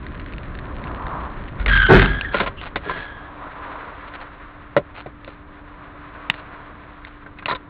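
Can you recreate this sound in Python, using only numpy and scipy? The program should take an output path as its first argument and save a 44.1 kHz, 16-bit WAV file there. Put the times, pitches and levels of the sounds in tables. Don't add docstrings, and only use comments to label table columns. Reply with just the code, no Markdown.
import sys
import numpy as np
from scipy import signal
from scipy.fft import rfft, irfft, next_fast_len
from scipy.io import wavfile
from scipy.ndimage import uniform_filter1d

SR = 44100
rng = np.random.default_rng(int(sys.argv[2]) if len(sys.argv) > 2 else 0)


def output_pcm(signal):
    pcm = np.clip(np.atleast_2d(signal).T, -1, 1) * 32767
    wavfile.write(sys.argv[1], SR, np.round(pcm).astype(np.int16))


N = 339129
TIME = np.arange(N) / SR

# f/Hz, relative spectral level/dB
RUMBLE_SPECTRUM = [(12, -37.5), (20, -2.5), (60, -3.5), (198, -14), (274, -16), (392, -18), (458, -24.5),
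                   (600, -22.5), (780, -63), (1320, -120)]
# f/Hz, relative spectral level/dB
TRAFFIC_SPECTRUM = [(180, -33.5), (300, 0), (318, -12.5), (424, -7.5), (714, -3.5), (820, -8), (1010, 0),
                    (3100, -28.5), (3860, -25.5), (4750, -35), (6180, -77.5), (10400, -120)]
# t/s, level/dB
ROAD_LEVEL = [(0, -33), (0.9, -30.5), (1.55, -32.5), (2.8, -37), (3.3, -42.5), (4.5, -43.5), (7.66, -44)]
# t/s when nearest, roar level/dB, hiss level/dB, time to come close/s
CAR_PASSES = [(1.12, -30.5, -43.5, 0.19), (3.66, -36.5, -39.5, 0.48), (6.25, -43, -44, 0.66)]
# t/s, relative level/dB, ring f/Hz
SNAP_EVENTS = [(0.065, -22, 1940), (0.1962, -26.5, 1930), (0.3225, -27, 1700), (0.335, -24.5, 2560),
               (0.3815, -23, 2880), (0.5508, -23.5, 1730), (0.5877, -21, 1740), (0.8384, -23, 2080),
               (0.871, -30, 2700), (1.0664, -20.5, 1860), (1.4775, -35, 3030), (1.6604, -6, 2190),
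               (1.7746, -5.5, 2070), (1.9962, -9, 1830), (2.0085, -11, 1850), (2.0181, -3, 1900),
               (2.0266, -5, 1600), (2.058, -7.5, 1480), (2.2099, -9.5, 2550), (2.613, -18.5, 2800),
               (5.2456, -24.5, 3420), (6.2986, 3, 2450), (6.34, -21, 1940), (7.0482, -21, 2060),
               (7.457, -9.5, 2590)]
# f/Hz, relative level/dB, t60/s
PLASTIC_MODES = [(170, -2, 0.033), (700, -26, .02), (980, -18.5, 0.013), (1490, -31.5, .015),
                 (2020, -6, 0.0066), (2810, 1.5, 0.006), (3630, -2, .007), (4210, -12.5, 0.035)]
# t/s, hold/s, relative level/dB
WHEEL_JOLTS = [(1.587, 0.011, -21.5), (1.647, 0.18, -16), (1.939, .06, -12), (2.086, .01, -19),
               (2.198, 0.2, -33)]
# t/s, relative level/dB, bass re middle/dB, treble re middle/dB,
# own ring f/Hz, number of rebounds (rounded)
KNOCK_EVENTS = [(1.597, -28.5, -8, -3.5, 1464, 2), (1.66, -20, -8, -6, 1470, 0),
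                (1.68, -19.5, -5.5, 3.5, 1860, 1), (2.343, -12.5, -2.5, -5.5, 1410, 0),
                (2.368, -23.5, -3, 2.5, 1440, 1), (2.4, -16, -3, 2.5, 1010, 0),
                (2.409, -16, 0, -9, 1030, 0), (2.433, -25, 1, -3, 553, 0),
                (2.461, -21.5, -5.5, -1, 1026, 0), (2.472, -19, -5, -3.5, 1030, 0),
                (2.757, -16.5, -4.5, 0, 650, 0), (2.86, -32.5, 5, -11, 407, 2),
                (2.895, -19.5, -4.5, -8, 1024, 1), (2.959, -27.5, -3, -5, 1950, 1),
                (4.765, -13, 5, -7.5, 592, 0), (4.7718, -18.5, -3, -6, 563, 0),
                (5.06, -35.5, 9.5, -5, 760, 0), (5.276, -34.5, 1, -3, 530, 0),
                (7.262, -34, -3.5, -13, 1550, 0), (7.386, -34.5, -17, 0, 2510, 0),
                (7.423, -31, -18, -11, 1610, 0), (7.457, -25.5, -8, 2, 1056, 0),
                (7.4817, -16.5, -13, -9, 963, 1), (7.51, -16.5, -9, -12, 1012, 1),
                (7.526, -35.5, 8, -4, 523, 0), (7.55, -23.5, -11, -9, 1002, 0.16)]
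# f/Hz, width/Hz, relative level/dB
DASH_MODES = [(153, 69, -6.5), (387, 157, -3.5), (560, 127, -6), (756, 49, -8.5), (1036, 38, -3.5),
              (1382, 82, -1.5), (1970, 240, -6.5), (2300, 350, -4), (2970, 70, -10), (3200, 45, -7.5),
              (3930, 630, -9.5)]
# t/s, hold/s, time until they grip again/s, relative level/dB
TYRE_SKIDS = [(1.665, .1, .29, -13), (1.939, 0.057, 0.59, -22.5), (2.827, 0.022, .52, -29.5)]
# f/Hz, width/Hz, relative level/dB
BODY_MODES = [(90, 26, -1.5), (147.4, 30, 5), (266, 36, -1), (383, 49, 4), (663, 70, -4), (747, 61, -4),
              (906, 210, -10.5), (1120, 66, -10), (1517, 210, -10), (2144, 250, -20.5), (2510, 150, -23),
              (3060, 85, -23), (3730, 790, -28)]
# t/s, length/s, f/Hz, width/Hz, level/dB
SQUEAK_EVENTS = [(1.983, .022, 1704, 80, -22), (2.243, 0.026, 1864, 60, -29),
                 (2.566, .05, 2860, 198, -41.5), (7.481, 0.056, 3970, 352, -27.5),
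                 (7.545, 0.023, 3820, 203, -32)]
# t/s, length/s, level/dB
RUSTLE_EVENTS = [(2.309, 0.16, -31), (2.598, .10, -35.5), (2.795, 0.3, -39.5), (4.075, 0.018, -40.5),
                 (4.131, .035, -36.5), (4.196, 0.043, -39.5), (4.935, 0.099, -39), (5.241, 0.12, -49),
                 (6.316, 0.1, -42), (7.066, 0.019, -41.5)]

HUM_HZ, HUM_DB = 293.6, -47
HISS_LAG_S = 0.11
FAR_ROAR_DB, FAR_HISS_DB = -56.5, -52
OWN_ROAR_DB, OWN_HISS_DB = -12.5, -14
JUDDER_HZ = 44.95
JOLT_ATTACK_S, JOLT_FALL_DB_PER_S = 0.018, 159.5
KNOCK_T60_S, KNOCK_BASS_T60_S, KNOCK_RING_T60_S = 0.058, 0.08642, 0.07598
REBOUND_S, REBOUND_SHRINK, REBOUND_LOSS_DB = 0.0145, 0.88, 3
SKID_ATTACK_S, SKID_FALL_DB_PER_S, GRIP_S = 0.0708, 45, 0.082
SQUEAL_HZ, SQUEAL_SAG_HZ, SAG_LAG_S = 1667, 111.5, 0.0352
CRASH_S = 1.885
# level/dB, attack/s, hold/s, fall/(dB/s)
BOOM, CRUNCH, SPLINTERS = (-9, 0.04, 0.0178, 114.5), (-7, 0.0219, 0.0236, 158.5), (-15, 0.0416, 0.0528, 151)
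SETTLE_DB, SETTLE_FALL_DB_PER_S = -24, 36
CABIN_T60_S, CABIN_DB = 0.055, -23.63
MIC_EDGE_HZ, BANDWIDTH_HZ, CUTOFF_HZ = 3410, 4904, 15000


def from_db(db):
    return 10 ** (np.asarray(db) / 20)


def rms_one(x):
    return x / np.sqrt(np.mean(x ** 2) + 1e-20)


def steady(x, size):
    return x / np.sqrt(np.abs(uniform_filter1d(x ** 2, size=size)) + 1e-12)


def cut(x, hz, kind, order=3):
    return signal.sosfilt(signal.butter(order, hz, kind, fs=SR, output="sos"), x + 1e-18)


def drift(rate_hz):
    step = 40
    pole = np.exp(-2 * np.pi * rate_hz * step / SR)
    noise = rng.standard_normal(N // step + 2002)
    slow = signal.lfilter([1], [1, -2 * pole, pole * pole], noise)[2000:]
    return np.interp(np.arange(N) / step, np.arange(len(slow)), rms_one(slow))


def coloured_noise(spectrum):
    hz, db = np.transpose(spectrum)
    size = next_fast_len(N)
    bins = np.maximum(np.fft.rfftfreq(size, 1 / SR), 1)
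    gain = from_db(np.interp(np.log(bins), np.log(hz), db))
    return rms_one(irfft(rfft(rng.standard_normal(size)) * gain, size)[:N])


def resonate(x, modes):
    out = 0
    for k, (hz, width, db) in enumerate(modes):
        r = np.exp(-np.pi * width / SR)
        poles = [1, -2 * r * np.cos(2 * np.pi * hz / SR), r * r]
        ring = (1 - r * r) / 2 * signal.lfilter([1, 0, -1], poles, x + 1e-18)
        out = out + (-1) ** k * from_db(db) * ring
    return out


def grains(size, per_s, spread_db):
    strength = from_db(spread_db * np.minimum(rng.exponential(1, size), 4))
    sign = rng.choice([-1, 1], size)
    return strength * sign * (rng.random(size) < per_s / SR)


def swell(s, attack_s, hold_s, fall_db_per_s):
    t = TIME - s
    rise = np.clip(t / attack_s, 0, 1)
    return rise * from_db(-fall_db_per_s * np.maximum(t - attack_s - hold_s, 0))


def add(out, s, sound):
    start = int(round(s * SR))
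    out[start:start + len(sound)] += sound[:N - start]


def road_level():
    s, db = np.transpose(ROAD_LEVEL)
    return np.interp(TIME, s, db)


def tyre_levels(rumble_db, steepness=2.15):
    roar = from_db(FAR_ROAR_DB) ** 2 + from_db(rumble_db + OWN_ROAR_DB) ** 2
    hiss = from_db(FAR_HISS_DB) ** 2 + from_db(rumble_db + OWN_HISS_DB) ** 2
    for s, roar_db, hiss_db, close_s in CAR_PASSES:
        t = TIME - s
        roar = roar + from_db(roar_db) ** 2 / (1 + (t / close_s) ** 2) ** steepness
        hiss = hiss + from_db(hiss_db) ** 2 / (1 + ((t - HISS_LAG_S) / close_s) ** 2) ** steepness
    return 10 * np.log10(roar), 10 * np.log10(hiss)


def street(flicker_db=1.5, tread_hz=1020, tread_width_hz=260, near_db=-31.0):
    rumble_db = road_level()
    roar_db, hiss_db = tyre_levels(rumble_db)
    road = from_db(rumble_db) * steady(coloured_noise(RUMBLE_SPECTRUM), size=9000)

    wash = rms_one(cut(coloured_noise(TRAFFIC_SPECTRUM), 1700, "low", order=4))
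    tread_noise = cut(rng.standard_normal(N), [500, 1600], "band")
    tread = rms_one(resonate(tread_noise, [(tread_hz, tread_width_hz, 0)]))
    near = from_db(roar_db - near_db)
    roar = (wash + near * tread) / np.sqrt(1 + near ** 2)
    roar = from_db(roar_db + flicker_db * drift(7.6)) * roar

    hiss = rms_one(cut(coloured_noise(TRAFFIC_SPECTRUM), 1494, "high", order=4))
    hiss = from_db(hiss_db + flicker_db * drift(15)) * hiss

    hum_phase = 2 * np.pi * np.cumsum(HUM_HZ + 0.7 * drift(2.96)) / SR
    hum = from_db(HUM_DB + 0.63 * drift(3)) * np.sin(hum_phase)
    return road + roar + hiss + hum


def trim_rattle(per_s=70, below_road_db=-18.5, fall_db_per_s=60):
    modes = [(1700, 310, 10.0), (2900, 1800, 0.0), (4220, 250, 5.0)]
    ticks = rms_one(resonate(grains(N, per_s, 2.6), modes))
    rolling = from_db(-fall_db_per_s * np.maximum(TIME - CRASH_S, 0))
    return rolling * from_db(road_level() + below_road_db) * ticks


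def snaps(ring_db=4, ring_t60=0.0083, rebound_s=0.000968, rebound=0.75, rebound_growth=0.26,
          stiff_hz=900, tail_db=-23, tail_t60=0.04, gain_db=1.0, size=3000):
    out, t = np.zeros(N), np.arange(size) / SR
    for s, peak_db, hz in SNAP_EVENTS:
        snap = np.zeros(size)
        for f, db, t60 in list(PLASTIC_MODES) + [(hz, ring_db, ring_t60)]:
            uneven_db = rng.normal(0, 0.84)
            snap += from_db(db + uneven_db - 60 * t / t60) * np.sin(2 * np.pi * f * t)
        flight_s = rebound_s * from_db(rebound_growth * peak_db)
        landing = rebound * np.interp(t - flight_s, t, snap, left=0)
        snap = cut(snap + landing, stiff_hz, "high", order=1)
        tail = rms_one(cut(rng.standard_normal(size), [900, 4200], "band", order=2))
        tail = tail * from_db(tail_db - 60 * t / tail_t60)
        add(out, s + 0.0008, from_db(peak_db + gain_db) * (snap / np.abs(snap).max() + tail))
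    return out


def judder(wobble=0.05, shake_db=-7, gain_db=-1):
    jolts = [from_db(db) * swell(s, JOLT_ATTACK_S, hold, JOLT_FALL_DB_PER_S) for s, hold, db in WHEEL_JOLTS]
    level = np.max(jolts, axis=0)
    phase = 2 * np.pi * np.cumsum(JUDDER_HZ * (1 + wobble * drift(2.9))) / SR
    hop = np.sqrt(2) * np.sin(phase)
    shake = steady(cut(rng.standard_normal(N), [30, 120], "band", order=2), size=3000)
    return level * from_db(gain_db) * (hop + from_db(shake_db) * shake)


def bounces():
    for s, db, bass_db, treble_db, hz, rebounds in KNOCK_EVENTS:
        for k in range(1 + int(round(rebounds))):
            level = db - REBOUND_LOSS_DB * k
            yield s, level + bass_db, level, level + treble_db, hz
            s = s + REBOUND_S * REBOUND_SHRINK ** k


def knocks(direct_db=-18, ring_db=-1, chatter_db=-1, size=8000):
    out, t = np.zeros(N), np.arange(size) / SR
    attack = 1 - np.exp(-t / 0.00088)
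    for s, low_db, middle_db, high_db, hz in bounces():
        contacts = grains(2 * size, 2500, 2.8)
        chatter = resonate(contacts, DASH_MODES) + from_db(direct_db) * contacts
        bands = [([118, 700], low_db, KNOCK_BASS_T60_S),
                 ([700, 1800], middle_db, KNOCK_T60_S),
                 ([1800, 4800], high_db, KNOCK_T60_S)]
        for band_hz, db, t60 in bands:
            part = steady(cut(chatter, band_hz, "band", order=4), size=700)[size:]
            add(out, s, part * from_db(db + chatter_db - 60 * t / t60) * attack)
        own_db = np.interp(hz, [650, 950, 1700, 2200], [low_db, middle_db, middle_db, high_db]) + ring_db
        ring = from_db(own_db - 60 * t / KNOCK_RING_T60_S) * np.sin(2 * np.pi * hz * t)
        add(out, s, ring * attack)
    return cut(out, 96, "high")


def slide():
    level = np.zeros(N)
    for s, hold, length, db in TYRE_SKIDS:
        sliding = np.clip((s + length - TIME) / GRIP_S, 0, 1)
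        level += from_db(db) * swell(s, SKID_ATTACK_S, hold, SKID_FALL_DB_PER_S) * sliding
    lag = np.exp(-1 / (SAG_LAG_S * SR))
    load = signal.lfilter([1 - lag], [1, -lag], level / level.max() + 1e-18)
    return level, SQUEAL_HZ - SQUEAL_SAG_HZ * load


def skid(octave_db=-13, octave_rough=0.6, scrub_db=-8.0, gain_db=-2.0):
    level, pitch = slide()
    tone = 0
    for detune, tyre_db in ((0, 2.5), (0.05, -6.5), (-0.035, -3.5)):
        unsteady = 0.014 * drift(25) + 0.024 * drift(300)
        phase = 2 * np.pi * np.cumsum(pitch * (1 + detune + unsteady)) / SR
        octave = np.sin(2 * phase + octave_rough * drift(250))
        octave = from_db(octave_db + 1.8 * drift(200)) * octave
        tone = tone + from_db(tyre_db + 3.2 * drift(60)) * (np.sin(phase) + octave)
    rubber_modes = [(1330, 260, 2.0), (2070, 280, -1), (3540, 890, -7.5)]
    scrub = rms_one(resonate(grains(N, 4000, 8.7), rubber_modes))
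    return level * from_db(gain_db) * (steady(tone, size=1500) + from_db(scrub_db) * scrub)


def crumple(db, attack_s, hold_s, fall_db_per_s):
    blow = swell(CRASH_S, attack_s, hold_s, fall_db_per_s)
    settling = from_db(SETTLE_DB) * swell(CRASH_S, attack_s, hold_s, SETTLE_FALL_DB_PER_S)
    return from_db(db) * np.maximum(blow, settling)


def crunch(per_s=1800, spread_db=3.5, lumps_db=2.5):
    body = resonate(grains(N, per_s, spread_db), BODY_MODES)
    boom = crumple(*BOOM) * steady(cut(body, [65, 280], "band"), size=1100)
    middle = crumple(*CRUNCH) * steady(cut(body, [280, 1400], "band"), size=800)
    splinters = crumple(*SPLINTERS) * steady(cut(body, 1900, "high"), size=800)
    return boom + middle + from_db(lumps_db * drift(90)) * splinters


def squeaks():
    out = np.zeros(N)
    for s, length, hz, width, db in SQUEAK_EVENTS:
        size = int(length * SR)
        ring = resonate(grains(3 * size, 2500, 4.9), [(hz, width, 0)])[-size:]
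        add(out, s, from_db(db) * rms_one(ring * signal.windows.tukey(size, 0.5)))
    return out


def rustles(per_s=900, spread_db=3.0):
    out = np.zeros(N)
    modes = [(600, 500, 4.4), (1430, 620, 5.6), (2440, 760, 1.5), (4180, 480, 0.5)]
    for s, length, db in RUSTLE_EVENTS:
        size = int(length * SR)
        rub = resonate(grains(size, per_s, spread_db), modes)
        add(out, s, from_db(db) * rms_one(rub * signal.windows.tukey(size, 0.5)))
    return out


def cabin(x, size=9000):
    t = np.arange(size) / SR
    tail = cut(rng.standard_normal(size), 1800, "low", order=1)
    tail = tail * from_db(-60 * t / CABIN_T60_S) * (t > 0.003)
    tail = tail / np.sqrt(np.sum(tail ** 2))
    return x + from_db(CABIN_DB) * signal.fftconvolve(x, tail)[:N]


def scene():
    inside = cabin(trim_rattle() + snaps() + knocks() + squeaks() + rustles())
    return (street() + judder() + skid() + crunch() + inside)[None]


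def record(dry, knee=0.67):
    narrow = cut(dry, MIC_EDGE_HZ, "low", order=6)
    narrow = signal.sosfilt(signal.ellip(8, 0.5, 70, BANDWIDTH_HZ, fs=SR, output="sos"), narrow)
    size = np.abs(narrow)
    over = np.maximum(size - knee, 0)
    bent = (1 - knee) * np.tanh(over / (1 - knee))
    clipped = np.sign(narrow) * (size - over + bent)
    return cut(clipped, CUTOFF_HZ, "low", order=16)


dry = scene()
out = record(dry)
output_pcm(out)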